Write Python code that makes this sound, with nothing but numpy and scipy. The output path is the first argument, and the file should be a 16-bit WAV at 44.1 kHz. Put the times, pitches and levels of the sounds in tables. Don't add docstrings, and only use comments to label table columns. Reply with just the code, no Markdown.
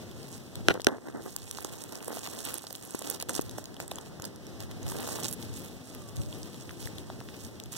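import sys
import numpy as np
from scipy import signal
from scipy.fft import rfft, irfft, next_fast_len
from scipy.io import wavfile

SR = 44100
rng = np.random.default_rng(int(sys.argv[2]) if len(sys.argv) > 2 else 0)


def store_pcm(level_fs):
    pcm = np.round(np.clip(level_fs, -1, 1) * 32767).astype(np.int16)
    wavfile.write(sys.argv[1], SR, np.atleast_2d(pcm).T)


N = 342657

# t/s, level/dB (before mode level), upper-lower port/dB, lower port delay/samples
SNAPS = [(.6846, -5, 3, 0.0), (.8687, -6, -4, -8.0)]
# end after snap/s, drive level/dB
FLUTTER = [(0.036, -44), (0.015, -58)]
# f/Hz, level/dB (re snap), t60/s, upper-lower port/dB (added to the snap's)
SLAP_MODES = [(356, -9, 0.014, -21.5), (634, -6.5, 0.0067, 9), (1460, -9, 0.012, -2),
              (2575, -1, 0.0014, 22.5), (4060, -7.5, 0.0034, -2), (5820, -17.5, 0.0047, -21),
              (9100, -14, 0.0021, -14.5)]
# t/s, nominal level at quieter port/dB, settled f/Hz, upper-lower port/dB
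SMACKS = [(0.5915, -45, 199, 14), (0.744, -37, 393, 13), (0.754, -40.5, 450, 18.5), (0.7637, -43, 377, 13),
          (0.7754, -45.5, 366, 22), (0.7977, -43.5, 474, 19.5), (0.886, -35, 423, -12.5),
          (0.925, -41, 267, -15.5), (0.946, -42, 507, -11), (0.983, -46, 396, 14), (1.0847, -39, 336, -12),
          (1.586, -41.5, 910, -17), (1.6482, -36.5, 345, -13.5), (2.0814, -42.5, 447, -17.5),
          (2.1048, -42, 370, -16), (2.129, -42.5, 473, -15.5), (2.1703, -33, 560, -4),
          (2.2751, -41.5, 795, -14), (2.5556, -41, 313, -12), (2.641, -40.5, 604, -7.5),
          (2.7079, -43.5, 527, -12.5), (2.9471, -37.5, 306, 19), (3.0172, -42, 513, -13),
          (3.1105, -42, 403, -11), (3.2284, -39.5, 584, -11), (3.2942, -34, 1370, 14.5),
          (3.3093, -37, 690, -5), (3.393, -36.5, 303, 22.5), (3.584, -32.5, 560, -6),
          (3.8011, -34.5, 617, -6), (3.917, -36.5, 630, -13.5), (3.9839, -34.5, 775, -2),
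          (4.197, -29.5, 109, 1), (4.198, -39, 900, -4), (4.917, -42, 209, 17), (4.9214, -34.5, 815, -6),
          (4.956, -36.5, 414, -9.5), (4.995, -36.5, 253, 10.5), (5.0749, -44, 610, -15),
          (5.0893, -40.5, 634, -16), (5.158, -41, 620, 11.5), (5.187, -35, 650, -6),
          (6.6935, -39.5, 1770, 11.5), (6.7077, -41, 1410, 7), (6.856, -37.5, 110, 12),
          (7.101, -29.5, 650, 1), (7.212, -38.5, 706, 3), (7.288, -36, 1860, -4.5)]
# t/s, peak at quieter port/dB, centre f/Hz, nominal rise/ms, upper-lower port/dB
CRACKLES = [(0.113, -38.5, 3300, 0.56, -0.5), (0.2305, -35, 4200, 0.27, 2.5), (0.2887, -37, 8000, 0.33, -2),
            (0.3163, -40, 8000, 0.34, -4.5), (0.3795, -46, 3500, 0.42, -9.5),
            (0.555, -23.5, 4770, 0.37, 2.5), (0.7405, -34, 4670, 0.35, 8.5),
            (0.804, -30.5, 4160, 0.18, -1.5), (0.808, -36, 4500, 0.3, -3.5), (0.8172, -35, 5820, 0.69, 9),
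            (0.8449, -25, 5200, 0.74, 9), (0.8857, -36, 4500, 0.55, 7), (1.256, -36, 8020, 0.26, -1),
            (1.3631, -20.5, 7600, 0.59, -2), (1.458, -41, 9000, 0.15, -4),
            (1.5116, -23.5, 6900, 0.32, -5.5), (1.585, -40, 7000, 0.4, -7), (1.646, -28, 6450, 0.67, -7),
            (1.8378, -37, 9250, 0.69, -12), (1.924, -38, 7600, 0.15, -11.5),
            (1.955, -40, 7300, 0.25, -16.5), (2.027, -29, 6550, 0.23, -1.5),
            (2.0463, -42, 11400, 0.25, -13), (2.08, -35, 9400, 0.72, -10.5), (2.161, -32, 8000, 0.4, -4),
            (2.273, -27, 4420, 0.44, 2.5), (2.389, -37, 9000, 0.3, -6), (2.4518, -37.5, 8500, 0.48, -20),
            (2.541, -19, 10800, 0.36, -1.5), (2.5784, -27, 8990, 0.22, -6),
            (2.5823, -30, 9100, 0.44, -10.5), (2.62, -38, 9000, 0.71, -4), (2.667, -33, 5200, 1.6, -2),
            (2.7048, -32, 5630, 1, -1), (2.727, -34, 13400, 0.66, -9.5), (2.752, -23.5, 3980, 0.16, 2),
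            (2.76, -34, 8000, 0.3, -5.5), (2.826, -41, 7960, 0.62, -11), (2.851, -38, 11000, 0.48, -5),
            (2.874, -43, 11000, 0.36, -9), (2.907, -33.5, 8180, 0.74, -6.5),
            (2.9517, -36.5, 7660, 0.22, -13), (2.99, -33.5, 8450, 1.2, -7), (3.0221, -24.5, 7560, 0.23, 2),
            (3.099, -29.5, 11100, 1.1, -13), (3.112, -39, 7470, 0.27, -18),
            (3.145, -26.5, 7900, 0.12, -3.5), (3.2005, -25, 5710, 0.27, -2), (3.2136, -25, 8700, 0.3, -2),
            (3.2248, -20.5, 5230, 0.37, -2.5), (3.291, -21.5, 7800, 2.3, -1.5),
            (3.351, -34, 5440, 0.19, -11), (3.4102, -27.5, 9600, 1.9, 1), (3.4178, -34, 6860, 1.3, -7),
            (3.494, -30, 5360, 0.56, 1), (3.512, -31.5, 7900, 0.27, 0), (3.582, -26.5, 6550, 0.29, -3.5),
            (3.6412, -30, 7400, 0.27, 1.5), (3.6555, -32, 4740, 0.79, 2.5), (3.743, -35, 6000, 0.3, -1.5),
            (3.766, -36.5, 3500, 0.43, 0.5), (3.801, -25.5, 2470, 0.43, 3.5), (3.8057, -32, 7200, 0.48, 2),
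            (3.879, -35.5, 8000, 0.47, -7), (3.9116, -26.5, 3960, 1.9, 2), (3.9573, -29, 7620, 0.4, 2),
            (3.9851, -32, 3500, 0.42, 7.5), (4.198, -38, 5800, 0.8, -2.5), (4.221, -33, 6330, 0.5, -8),
            (4.2404, -31, 5140, 0.88, -1.5), (4.2505, -28, 6500, 1.1, -2), (4.255, -28.5, 8500, 0.65, -2),
            (4.36, -34.5, 5940, 0.42, -1.5), (4.4674, -41, 6490, 0.55, -5.5), (4.6047, -34, 5700, 0.15, -9),
            (4.6253, -39, 8000, 0.34, -5), (4.7119, -35, 4020, 1.1, -1), (4.83, -37, 6860, 0.45, -7.5),
            (4.8813, -38, 7050, 0.26, -10), (4.8889, -33.5, 7550, 0.22, -10.5),
            (4.9126, -36, 10500, 0.3, -7), (4.956, -37.5, 8400, 0.25, -1), (5.004, -35, 8040, 0.8, -7.5),
            (5.0764, -26, 7630, 0.1, -2), (5.159, -34, 6500, 2.6, -5), (5.232, -32, 7960, 1.2, -7.5),
            (5.282, -34.5, 7760, 1.3, -13), (5.286, -30, 7590, 2.1, -2.5), (5.31, -48, 11500, 2, -18),
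            (5.3262, -29.5, 10700, 0.95, -7), (5.33, -38.5, 10900, 4, -12), (5.949, -29, 2900, 0.27, 1),
            (6.088, -37, 8000, 0.72, -2), (6.168, -30.5, 5800, 0.14, 6.5), (6.327, -32, 3140, 0.46, -1.5),
            (6.4307, -27, 5400, 0.29, 0), (6.5439, -35, 5000, 0.33, -0.5), (6.694, -40, 6300, 0.3, -2),
            (6.711, -37, 6300, 0.5, -3), (6.857, -31, 4800, 0.44, 5), (6.872, -30, 1980, 0.76, 1.5),
            (6.9829, -34.5, 3900, 0.43, 9.5), (7.2037, -34, 2900, 0.33, 0.5),
            (7.5999, -33, 5060, 0.25, 8.5), (7.6374, -30, 7260, 0.21, 2.5), (7.659, -34, 3470, 0.2, 2)]
# full at t/s, hold/s, crackle level/dB, dull drag level/dB
STROKES = [(0.694, 0.02, -46, -33.5), (0.752, 0.0081, -59, -37.5), (0.88, 0.014, -55, -29),
           (0.92, 0.039, -60, -39.5), (1.062, 0.024, -61, -40.5), (1.148, 0.049, -72, -40),
           (1.26, 0.015, -49.5, -40.5), (1.547, 0.2, -50, -48.5), (1.92, 0.047, -50, -48),
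           (2.074, 0.057, -50, -40.5), (2.142, 0.042, -43.5, -43.5), (2.243, 0.019, -41, -47),
           (2.329, 0.091, -46.5, -46.5), (2.446, 0.11, -40, -45), (3.045, 0.014, -46.5, -45.5),
           (3.075, 0.079, -44, -42), (3.205, 0.01, -42.5, -50), (3.295, 0.004, -40.5, -33.5),
           (3.339, 0.043, -42, -42), (3.587, 0.0024, -44, -45), (3.803, 0.036, -52.5, -46),
           (3.905, 0.17, -57, -54), (4.05, 0.0081, -56, -65), (4.225, 0.025, -59, -42),
           (4.258, 0.0077, -52, -60), (4.602, 0.03, -50, -48), (4.709, 0.0044, -61, -44.5),
           (4.865, 0.076, -45.5, -44), (4.949, 0.22, -42, -40), (5.188, 0.069, -39, -41),
           (5.27, 0.04, -46.5, -66), (5.4, 0.051, -51, -67), (5.53, 0.074, -49.5, -62),
           (5.64, 0.046, -50, -67), (6.16, 0.016, -57, -52), (6.8, 0.07, -49, -64), (7.723, 0.06, -45, -72)]
# t/s, crackle level/dB, dull drag level/dB
RESTING = [(0.0, -72, -58), (0.32, -52, -54), (0.6, -70, -56.5), (0.86, -72, -76), (1.05, -61, -46.5),
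           (1.4, -52, -55.5), (2.0, -51, -46.5), (2.3, -47.5, -47), (2.72, -54, -54.5), (3.04, -49, -46.5),
           (3.2, -75, -54), (3.28, -75, -57), (3.43, -55, -50.5), (4.2, -81, -52), (4.8, -82, -53.5),
           (5.35, -61, -56), (6.45, -54.5, -57), (7.15, -61, -53), (7.45, -52, -55.5), (7.62, -70, -54),
           (7.77, -72, -72)]
# f/Hz, level/dB
CRACKLE_SPECTRUM = [(800, 13), (1800, 8.4), (3000, 7.8), (5000, 8.9), (8000, 11.5), (12000, 4.1),
                    (16000, 4.6)]
# f/Hz, level/dB
DRAG_SPECTRUM = [(120, -38), (220, 5.5), (400, 3), (700, -3.5), (1200, -11.5), (2000, -13.5), (3000, -90)]
# t/s, mean f/Hz, first partial/dB, second partial/dB (before port gains)
WHINE = [(5.87, 660, -75, -85), (5.92, 628, -55, -68), (5.98, 620, -57, -62), (6.03, 580, -56, -59),
         (6.11, 566, -56, -60), (6.16, 584, -61, -61), (6.22, 562, -53, -63), (6.29, 606, -51, -69),
         (6.37, 594, -54, -72), (6.43, 625, -70, -85)]
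# t/s, wind level/dB, street hum level/dB (both before the offsets in air())
AIR = [(0.0, -48, -53), (0.52, -52, -54.5), (0.58, -32, -53), (0.71, -41, -53), (0.95, -55, -62.5),
       (1.7, -47, -60.5), (2.99, -60.5, -60.5), (3.24, -45, -56.5), (4.3, -51, -54.5), (4.93, -36, -51.5),
       (5.08, -46, -51.5), (5.56, -42, -51), (5.86, -56, -55), (6.01, -37, -54), (6.12, -50, -55),
       (6.19, -31.5, -56), (6.32, -46, -53.5), (7.77, -50.5, -54.5)]
# f/Hz, level/dB
WIND_SPECTRUM = [(22, -13), (40, -22), (70, -11.5), (120, -4), (200, -22), (350, -26.5), (700, -42)]
# f/Hz, level/dB
HUM_SPECTRUM = [(100, 30.5), (200, 28.5), (350, 22.5), (600, 11.5), (1000, 5.5), (1800, 6), (3000, 7.5),
                (5000, 8), (8000, 3), (12000, -3.5), (16000, -4)]
# f/Hz, share of other port subtracted [ratio], lower port gain/dB, right side phase lag/rad
PAIRING = [(30, .85, 0, 0), (100, .68, 0, 0), (500, .75, 0, 0), (1200, .88, 0, 0), (2300, .94, 0, 0),
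           (3400, .78, 1, .1), (4600, .45, 2, .4), (8000, .33, 3, 1.1), (10500, .28, 3, 1.6),
           (11400, .26, 8, 1.8), (12300, .25, 3, 2.0), (16000, .2, 5, 2.8)]

STROKE_RISE_S, STROKE_FADE_DB_PER_S = 0.013, 529
SMACK_RISE_CYCLES = 0.3
PORT_TRAVEL_HZ = 2300
CUTOFF_HZ = 16800


def snaps():
    out, t = np.zeros((2, N)), np.arange(3000) / SR
    for s, level_db, upper_db, lower_late, length_s, flutter_db in np.hstack([SNAPS, FLUTTER]):
        block_gain = rng.exponential(1, len(t) // 100).repeat(100) ** .5
        uneven = rng.standard_normal(len(t)) * block_gain
        fade_in = np.clip(t / 0.0023, 0, 1)
        fade_out = np.clip((length_s - t) / .003, 0, 1)
        touches = signal.lfilter(*signal.butter(1, 2200, fs=SR), uneven) * fade_in * fade_out
        for k, (hz, mode_db, t60_s, mode_upper_db) in enumerate(SLAP_MODES):
            since = np.maximum(t - .8 / hz, 0)
            decay = from_db(level_db + mode_db - 60 * since / t60_s)
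            ring = (-1) ** k * decay * np.sin(2 * np.pi * hz * since)
            flutter = signal.fftconvolve(touches, ring)[:len(t)]
            ring = ring + from_db(flutter_db - level_db) * flutter
            add(out, ring, s, upper_db + mode_upper_db, lower_late)
    return out


def smacks():
    out, t = np.zeros((2, N)), np.arange(2500) / SR
    noises = rng.standard_normal((len(SMACKS), len(t)))
    for (s, level_db, hz, upper_db), noise in zip(SMACKS, noises):
        rise_ms = 1000 * SMACK_RISE_CYCLES / hz
        turns = hz * (t + 0.00017 * (1 - np.exp(-t / 0.00022)))
        ring = np.sin(2 * np.pi * turns) * swell(t, rise_ms)
        band = signal.butter(2, [hz, 4.16 * hz], "band", fs=SR)
        edge = signal.lfilter(*band, noise) * swell(t, 0.7 * rise_ms)
        sound = ring + 0.38 * edge / abs(edge).max()
        add(out, from_db(level_db + abs(upper_db) / 2) * sound, s, upper_db, 0.23 * upper_db)
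    return out


def crackles():
    out, t = np.zeros((2, N)), np.arange(1200) / SR
    noises = rng.standard_normal((len(CRACKLES), len(t)))
    for (s, level_db, hz, rise_ms, upper_db), noise in zip(CRACKLES, noises):
        burst = noise * swell(t, 1.39 * rise_ms) ** 2
        band = signal.butter(1, [hz / 1.25, min(hz * 1.12, .45 * SR)], "band", fs=SR)
        sound = signal.lfilter(*band, burst) + 0.24 * burst
        sound = sound / abs(sound).max()
        add(out, from_db(level_db + abs(upper_db) / 2) * sound, s, upper_db, 1.8 * upper_db)
    return out


def brushing():
    crackle_gain, drag_gain = stroke_levels()
    swing = np.tanh(0.24 * drift(70) + .5 * drift(450))
    clumps = from_db(4.3 * swing)
    out = np.zeros((2, N))
    for port, port_db in enumerate((-8, 0)):
        clicks = tinted(grains(1400 * clumps, spread_db=3.7), plain=.8)
        flicks = clicks + .6 * rng.standard_normal(N)
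        crackle = coloured(flicks * clumps, CRACKLE_SPECTRUM)
        crackle = shifting(crackle, swing_db=2.5, rate_hz=18.3)
        drag = coloured(grains(1200.0, spread_db=3.0) * np.sqrt(clumps), DRAG_SPECTRUM)
        out[port] = from_db(port_db) * (crackle_gain * crackle + drag_gain * drag)
    return out


def stroke_levels():
    t, power = np.arange(N) / SR, from_db(in_time(RESTING)) ** 2
    for full_s, held_s, *levels_db in STROKES:
        since = t - full_s
        rise = np.clip(1 + since / STROKE_RISE_S, 0, 1)
        shape = rise * from_db(-STROKE_FADE_DB_PER_S * np.clip(since - held_s, 0, .2))
        near = slice(int((full_s - .05) * SR), int((full_s + held_s + .2) * SR))
        power[:, near] += (from_db(levels_db)[:, None] * shape[near]) ** 2
    return np.sqrt(power)


def tinted(clicks, plain):
    dealt, out = rng.integers(0, 8, N), plain * clicks
    for k, hz in enumerate(np.geomspace(2600, 14500, 8)):
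        band = signal.butter(1, [hz / 1.2, hz * 1.2], "band", fs=SR)
        own_clicks = clicks * (dealt == k) + 1e-18
        out += signal.lfilter(*band, own_clicks) * np.sqrt(SR / hz)
    return rms_one(out)


def shifting(x, swing_db, rate_hz):
    low = signal.lfilter(*signal.butter(2, 4500, fs=SR), x)
    high = signal.lfilter(*signal.butter(2, 9500, "high", fs=SR), x)
    bands = (low, x - low - high, high)
    gains = from_db([swing_db * drift(rate_hz) for _ in bands])
    return sum(band * gain for band, gain in zip(bands, gains))


def whine():
    hz, first_db, second_db = in_time(WHINE)
    hz = hz * (1 + .011 * drift(25))
    t, phase = np.arange(N) / SR, 2 * np.pi * np.cumsum(hz) / SR
    partials = from_db(first_db) * np.sin(phase) + from_db(second_db) * np.sin(2 * phase)
    voice = partials * (t > WHINE[0][0]) * (t < WHINE[-1][0])
    return np.array([from_db(-8) * voice, voice * from_db(2.5 * drift(30) - 2)])


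def air():
    wind_db, hum_db = in_time(AIR)
    gusts_db = np.array([2.0 * drift(58), 2.0 * drift(54)]) + 2.8 * drift(7.1)
    wind = coloured(rng.standard_normal((2, N)) * from_db(gusts_db), WIND_SPECTRUM)
    own, wave = rng.standard_normal((2, N)), rng.standard_normal(N)
    common = np.array([wave, np.roll(wave, 7)])
    lowpass = signal.butter(2, 800, fs=SR)
    arriving = own + signal.lfilter(*lowpass, 2.42 * common - 0.85 * own)
    hum = coloured(arriving, HUM_SPECTRUM) * from_db(1.6 * drift(15))
    return from_db(wind_db - 3.0) * wind + from_db(hum_db + 10.0) * hum


def add(ports, sound, s, upper_db, lower_late):
    for port, sign in ((0, 1), (1, -1)):
        gain = from_db(sign * upper_db / 2)
        start = max(round(s * SR - sign * lower_late / 2), 0)
        ports[port, start:start + len(sound)] += gain * sound[:N - start]


def swell(t, rise_ms):
    x = 1000 * t / max(rise_ms, .1)
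    return x * np.exp(1 - x)


def grains(per_s, spread_db):
    size_db = spread_db * np.minimum(rng.exponential(1, N), 4)
    sizes = from_db(size_db) * rng.choice([-1, 1], N)
    return sizes * (rng.random(N) < per_s / SR)


def drift(rate_hz):
    r = np.exp(-2 * np.pi * rate_hz / SR)
    settled = signal.lfilter([1], [1, -2 * r, r * r], rng.standard_normal(N + SR))[SR:]
    return rms_one(settled)


def coloured(x, spectrum):
    hz, level_db = np.transpose(spectrum)
    size = next_fast_len(N)
    octave = np.log2(np.arange(size // 2 + 1) * SR / size + 1)
    below = np.maximum(np.log2(hz[0]) - octave, 0)
    above = np.maximum(octave - np.log2(hz[-1]), 0)
    gain = from_db(np.interp(octave, np.log2(hz), level_db) - 10 * (below + above))
    return rms_one(irfft(rfft(x, size) * gain, size)[..., :N])


def in_time(rows):
    s, *columns = np.transpose(rows)
    return [np.interp(np.arange(N) / SR, s, c) for c in columns]


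def rms_one(x):
    return x / np.sqrt(np.mean(x ** 2) + 1e-20)


def from_db(db):
    return 10 ** (np.asarray(db) / 20)


def scene():
    return snaps() + smacks() + crackles() + brushing() + whine() + air()


def record(dry):
    size = next_fast_len(N + 1000)
    hz = np.arange(size // 2 + 1) * SR / size
    at_hz, *columns = np.transpose(PAIRING)
    share, lower_db, lag_rad = [np.interp(np.log(hz + 1), np.log(at_hz), c) for c in columns]
    upper, lower = rfft(dry, size) * [np.ones_like(hz), from_db(lower_db)]
    cross = share * np.exp(-2j * np.pi * hz / PORT_TRAVEL_HZ)
    left = upper - cross * lower
    right = (lower - cross * upper) * np.exp(-1j * lag_rad)
    sides = irfft([left, right], size)[:, :N]
    lowpass = signal.cheby2(12, 60, CUTOFF_HZ, fs=SR, output="sos")
    return signal.sosfilt(lowpass, np.clip(sides, -.9, .9))


dry = scene()
out = record(dry)
store_pcm(out)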